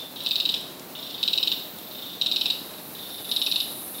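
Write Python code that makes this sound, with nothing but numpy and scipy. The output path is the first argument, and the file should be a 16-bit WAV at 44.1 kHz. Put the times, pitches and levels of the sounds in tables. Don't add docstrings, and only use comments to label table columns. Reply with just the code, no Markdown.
import sys
import numpy as np
from scipy import signal
from scipy.fft import rfft, irfft
from scipy.io import wavfile
from scipy.ndimage import uniform_filter1d

SR = 44100
rng = np.random.default_rng(int(sys.argv[2]) if len(sys.argv) > 2 else 0)


def unload_wav(signal):
    wavfile.write(
        sys.argv[1],
        SR,
        np.round(np.clip(np.atleast_2d(signal).T, -1, 1) * 32767).astype(np.int16),
    )


N = 176400
TIME = np.arange(N) / SR


def from_db(db):
    return 10 ** (np.asarray(db) / 20)


def unit_level(x):
    return x / np.sqrt(np.mean(x ** 2) + 1e-20)


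def add(track, start_s, sound):
    i = int(round(start_s * SR))
    part = sound[max(-i, 0):max(len(track) - i, 0)]
    track[max(i, 0):max(i, 0) + len(part)] += part


def fade(t, fade_s):
    return np.exp(-np.log(1000) * t / fade_s)


def resonate(x, pitch_hz, width_hz):
    r = np.exp(-np.pi * width_hz / SR)
    return signal.lfilter([1, 0, -1], [1, -2 * r * np.cos(2 * np.pi * pitch_hz / SR), r * r], x)


def band_around(x, pitch_hz, width_hz):
    return signal.lfilter(*signal.iirpeak(pitch_hz, pitch_hz / width_hz, fs=SR), x)


def band_between(x, low_hz, high_hz, order):
    return signal.sosfilt(signal.butter(order, [low_hz, high_hz], "band", fs=SR, output="sos"), x)


def narrow_noise(pitch_hz, width_hz):
    once = resonate(rng.standard_normal(N), pitch_hz, width_hz)
    return unit_level(resonate(once, pitch_hz, width_hz))


def shaped_noise(spectrum, flicker_db):
    pitch_hz, level_db = np.transpose(spectrum)
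    every_hz = np.arange(N // 2 + 1) * SR / N
    gain = from_db(np.interp(np.log(every_hz + 1), np.log(pitch_hz), level_db))
    flicker = unit_level(uniform_filter1d(rng.standard_normal(N), size=1200))
    steady = irfft(rfft(rng.standard_normal(N)) * gain, N)
    return unit_level(steady * from_db(flicker_db * flicker))


# pitch_hz, relative_db
AIR_SPECTRUM = [(25, -33), (55, -18.5), (110, -7.5), (200, 0.5), (300, 1.5), (480, -3.5), (660, -3.5),
                (1000, -7.5), (2000, -14), (3800, -14), (6500, -19), (10000, -18.5), (16000, -20.5)]


def air():
    rumble = from_db(-42.5) * shaped_noise(AIR_SPECTRUM, flicker_db=1.0)
    drone = from_db(-60) * narrow_noise(pitch_hz=618.7, width_hz=8.8)
    chorus = from_db(-55) * narrow_noise(pitch_hz=4060, width_hz=720)
    return rumble + drone + chorus


# pitch_hz, relative_db
HIGH_HISS_SPECTRUM = [(8000, -33), (11000, -12), (13000, -1.5), (14500, 0), (16000, -2), (18000, -15)]
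LOW_HISS_SPECTRUM = [(6500, -49), (8800, -8.5), (10200, -7.5), (11300, -2), (12300, -1), (14000, -7.5),
                     (16000, -13)]
# time_s, level_db
HIGH_HISS_SWELL = [(0, -49.5), (.18, -46.5), (.33, -41.5), (.48, -43), (.66, -51), (.95, -48), (1.22, -45),
                   (1.45, -40.5), (1.72, -42), (1.85, -43.5), (2.05, -42.5), (2.24, -47.5), (2.5, -43.5),
                   (2.7, -48), (2.95, -43.5), (4, -49)]
LOW_HISS_SWELL = [(0, -52), (2.18, -62), (2.4, -47), (3.1, -48), (3.33, -39), (3.6, -39.5), (4, -39)]


def insects():
    out = np.zeros(N)
    for spectrum, swell in (HIGH_HISS_SPECTRUM, HIGH_HISS_SWELL), (LOW_HISS_SPECTRUM, LOW_HISS_SWELL):
        level_db = np.interp(TIME, *np.transpose(swell))
        out += from_db(level_db) * shaped_noise(spectrum, flicker_db=1.1)
    return out


# time_s, pitch_hz, level_db
SINKING_HISS_PATH = [(0, 12000, -71.5), (2.2, 11950, -56), (2.45, 11640, -52), (2.95, 11320, -53),
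                     (3.3, 10970, -46), (4, 10700, -46)]


def sinking_hiss(width_hz=600):
    time_s, pitch_hz, level_db = np.transpose(SINKING_HISS_PATH)
    smoothing = signal.butter(2, width_hz / 2, fs=SR, output="sos")
    wobble = signal.sosfilt(smoothing, rng.standard_normal((2, N)))
    phase = 2 * np.pi * np.cumsum(np.interp(TIME, time_s, pitch_hz)) / SR
    hiss = wobble[0] * np.cos(phase) + wobble[1] * np.sin(phase)
    return from_db(np.interp(TIME, time_s, level_db)) * unit_level(hiss)


# start_s, peak_db, pitch_hz, width_hz, fade_s
LEAF_TICKS = [(.237, -28, 10900, 2500, 0.021), (.29, -26, 7500, 2500, 0.0095),
              (.523, -30, 8000, 5000, .005), (0.612, -29, 9000, 5000, 0.0044),
              (.7962, -26, 5440, 3000, 0.0085), (1.11, -26, 4140, 2500, 0.0037),
              (1.786, -31, 10000, 3500, 0.016)]
# start_s, level_db, pitch_hz, fade_s
GROUND_BUMPS = [(2.613, -28.5, 275, 0.043)]


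def leaf_litter():
    out, t = np.zeros(N), np.arange(SR // 10) / SR
    for start_s, peak_db, pitch_hz, width_hz, fade_s in LEAF_TICKS:
        tick = resonate(rng.standard_normal(len(t)) * fade(t, fade_s), pitch_hz, width_hz)
        add(out, start_s, from_db(peak_db) * tick / abs(tick).max())
    for start_s, level_db, pitch_hz, fade_s in GROUND_BUMPS:
        rise = np.minimum(t * pitch_hz, 1)
        bump = rise * fade(t, fade_s) * np.sin(2 * np.pi * pitch_hz * t)
        add(out, start_s, from_db(level_db) * bump)
    return out


def echoes(x, fade_s, delay_s=0):
    t = np.arange(int(fade_s * SR) + 2) / SR
    cloud = rng.standard_normal(len(t)) * fade(t, fade_s)
    delayed_cloud = np.r_[np.zeros(int(delay_s * SR)), cloud / np.linalg.norm(cloud)]
    return signal.fftconvolve(x, delayed_cloud)[:len(x)]


def forest_echo(call):
    softened = call - 0.31 * band_around(call, pitch_hz=3846, width_hz=300)
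    trunks = from_db(-7.5) * echoes(softened, fade_s=0.47, delay_s=0.01)
    long_ring = from_db(-6.5) * echoes(softened, fade_s=0.72, delay_s=0.01)
    return trunks + long_ring


# pitch_hz, relative_db, fade_s
THROAT_TONES = [(2626, -11.5, .012), (2840, -13, 0.013), (3012, -11, 0.017), (3220, -10.5, 0.017),
                (3466, -13, 0.025), (4130, -10, 0.018), (4410, -13, 0.014), (4710, -17.5, 0.021),
                (4978, -17.5, 0.022), (5280, -15.5, 0.013), (5550, -16, 0.015)]


def throat_ring(t):
    out = np.zeros(len(t))
    for pitch_hz, relative_db, fade_s in THROAT_TONES:
        gain = from_db(relative_db + rng.normal(0, 3.5))
        out += gain * fade(t, fade_s) * np.sin(2 * np.pi * (pitch_hz * t + rng.random()))
    return out


def frog_pulse(base_hz, rise_ms, hold_ms, throat_db):
    fall_hz_per_ms, fall_ms, settle_ms = 71.5, 6, 0.53
    release_ms, snap_ms, sac_drive = 1.47, 4.5, 1.19
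    t = np.arange(900) / SR
    ms = t * 1000
    overshoot_hz = 590 * np.exp(-ms / settle_ms)
    pitch_hz = base_hz + rng.normal(0, 39.7) + overshoot_hz - fall_hz_per_ms * np.minimum(ms, fall_ms)
    phase = 2 * np.pi * np.cumsum(pitch_hz) / SR
    rise = np.minimum(ms / rise_ms, 1)
    swell = rise * np.exp(-np.maximum(ms - hold_ms, 0) / release_ms)
    rasp = 1 + 0.14 * unit_level(uniform_filter1d(rng.standard_normal(len(t)), size=20))
    push = swell * rasp * np.sin(phase) + from_db(throat_db) * rise * throat_ring(t)
    sac = np.tanh(sac_drive * push) / np.tanh(sac_drive)
    voice = band_between(sac, 2450, 5800, order=6)
    octave = from_db(-29) * swell ** 2 * np.sin(2 * phase)
    burst = rng.standard_normal(len(t)) * rise * np.exp(-ms / snap_ms)
    snap = from_db(-18.5) * band_between(burst, 3000, 9500, order=2)
    return from_db(rng.normal(0, 0.07)) * (voice + octave + snap)


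def frog_note(base_hz, second_pulse_ms, ferns_db, throat_db):
    sharp = frog_pulse(base_hz, rise_ms=0.51, hold_ms=2.36, throat_db=throat_db)
    rounder = frog_pulse(base_hz, rise_ms=0.86, hold_ms=3.1, throat_db=throat_db)
    pair = np.zeros(SR // 10)
    add(pair, 0, sharp)
    add(pair, second_pulse_ms / 1000, from_db(-1) * rounder)
    return pair + from_db(ferns_db) * echoes(pair, fade_s=0.055)


# start_s, note_count, notes_per_s, relative_db, base_hz
FAR_FROG_TRILLS = [(-.21, 7, 29, -31.5, 3800), (.16, 3, 23, -28, 3960), (.951, 7, 26.3, -29.5, 3870),
                   (1.785, 3, 23.6, -37, 3860), (1.911, 7, 27.3, -32, 3870), (2.69, 3, 23, -39.5, 3980),
                   (2.95, 7, 26, -33, 3855), (3.245, 2, 22.5, -28, 3880), (3.945, 2, 27, -33.5, 3860)]


def far_frogs(swell_db_per_note=0.29, focus=0.33):
    lead_s = 1
    calls = np.zeros(lead_s * SR + N)
    second_pulse_ms = np.mean(np.array(NEAR_FROG_NOTES)[:, 2])
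    for start_s, note_count, notes_per_s, relative_db, base_hz in FAR_FROG_TRILLS:
        for k in range(note_count):
            note = frog_note(base_hz, second_pulse_ms, ferns_db=-2, throat_db=4)
            gain = from_db(relative_db + swell_db_per_note * k)
            add(calls, lead_s + start_s + k / notes_per_s, gain * note)
    thinned = (1 - focus) * calls + focus * band_around(calls, pitch_hz=3700, width_hz=700)
    distant = from_db(-3) * thinned + from_db(3) * forest_echo(thinned)
    return distant[lead_s * SR:]


# start_s, relative_db, second_pulse_ms (the delay after the first pulse)
NEAR_FROG_NOTES = [(0.2616, -15, 6.5), (0.309, -14.5, 5.5), (.356, -13.5, 5.5), (0.4, -14.5, 6),
                   (.4525, -14.5, 5.3), (0.4903, -13.5, 5.7), (0.54, -15, 4.5), (1.229, -13.5, 6.5),
                   (1.2773, -13.5, 5.3), (1.3313, -13.5, 5), (1.3758, -14, 6.3), (1.4283, -13.5, 5.3),
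                   (1.4736, -13.5, 5), (1.5165, -14.5, 5.3), (2.213, -13.5, 6), (2.261, -13.5, 5.7),
                   (2.3141, -13.5, 6), (2.3605, -13.5, 5.5), (2.4112, -14.5, 4.8), (2.4567, -13.5, 6),
                   (2.501, -13.5, 4.5), (3.314, -15, 6.3), (3.3624, -14.5, 4.4), (3.4156, -15, 5.5),
                   (3.463, -14.5, 5.8), (3.514, -13.5, 7.2), (3.5583, -15, 4), (3.602, -16, 5)]


def near_frog(gain_db=-1.4, usual_hz=3979, hz_per_db=15):
    calls = np.zeros(N)
    usual_db = np.mean(np.array(NEAR_FROG_NOTES)[:, 1])
    for start_s, relative_db, second_pulse_ms in NEAR_FROG_NOTES:
        effort_db = relative_db - usual_db
        base_hz = usual_hz + hz_per_db * effort_db
        note = frog_note(base_hz, second_pulse_ms, ferns_db=-10.5, throat_db=1 - 0.9 * effort_db)
        add(calls, start_s, from_db(gain_db + relative_db) * note)
    return calls + forest_echo(calls)


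def scene():
    return (near_frog() + far_frogs() + leaf_litter() + insects() + sinking_hiss() + air())[None]


def record(dry):
    treble_cut = signal.firwin(1601, 15800, fs=SR, window="blackman")
    return signal.fftconvolve(dry, treble_cut[None], "same")


dry = scene()
out = record(dry)
unload_wav(out)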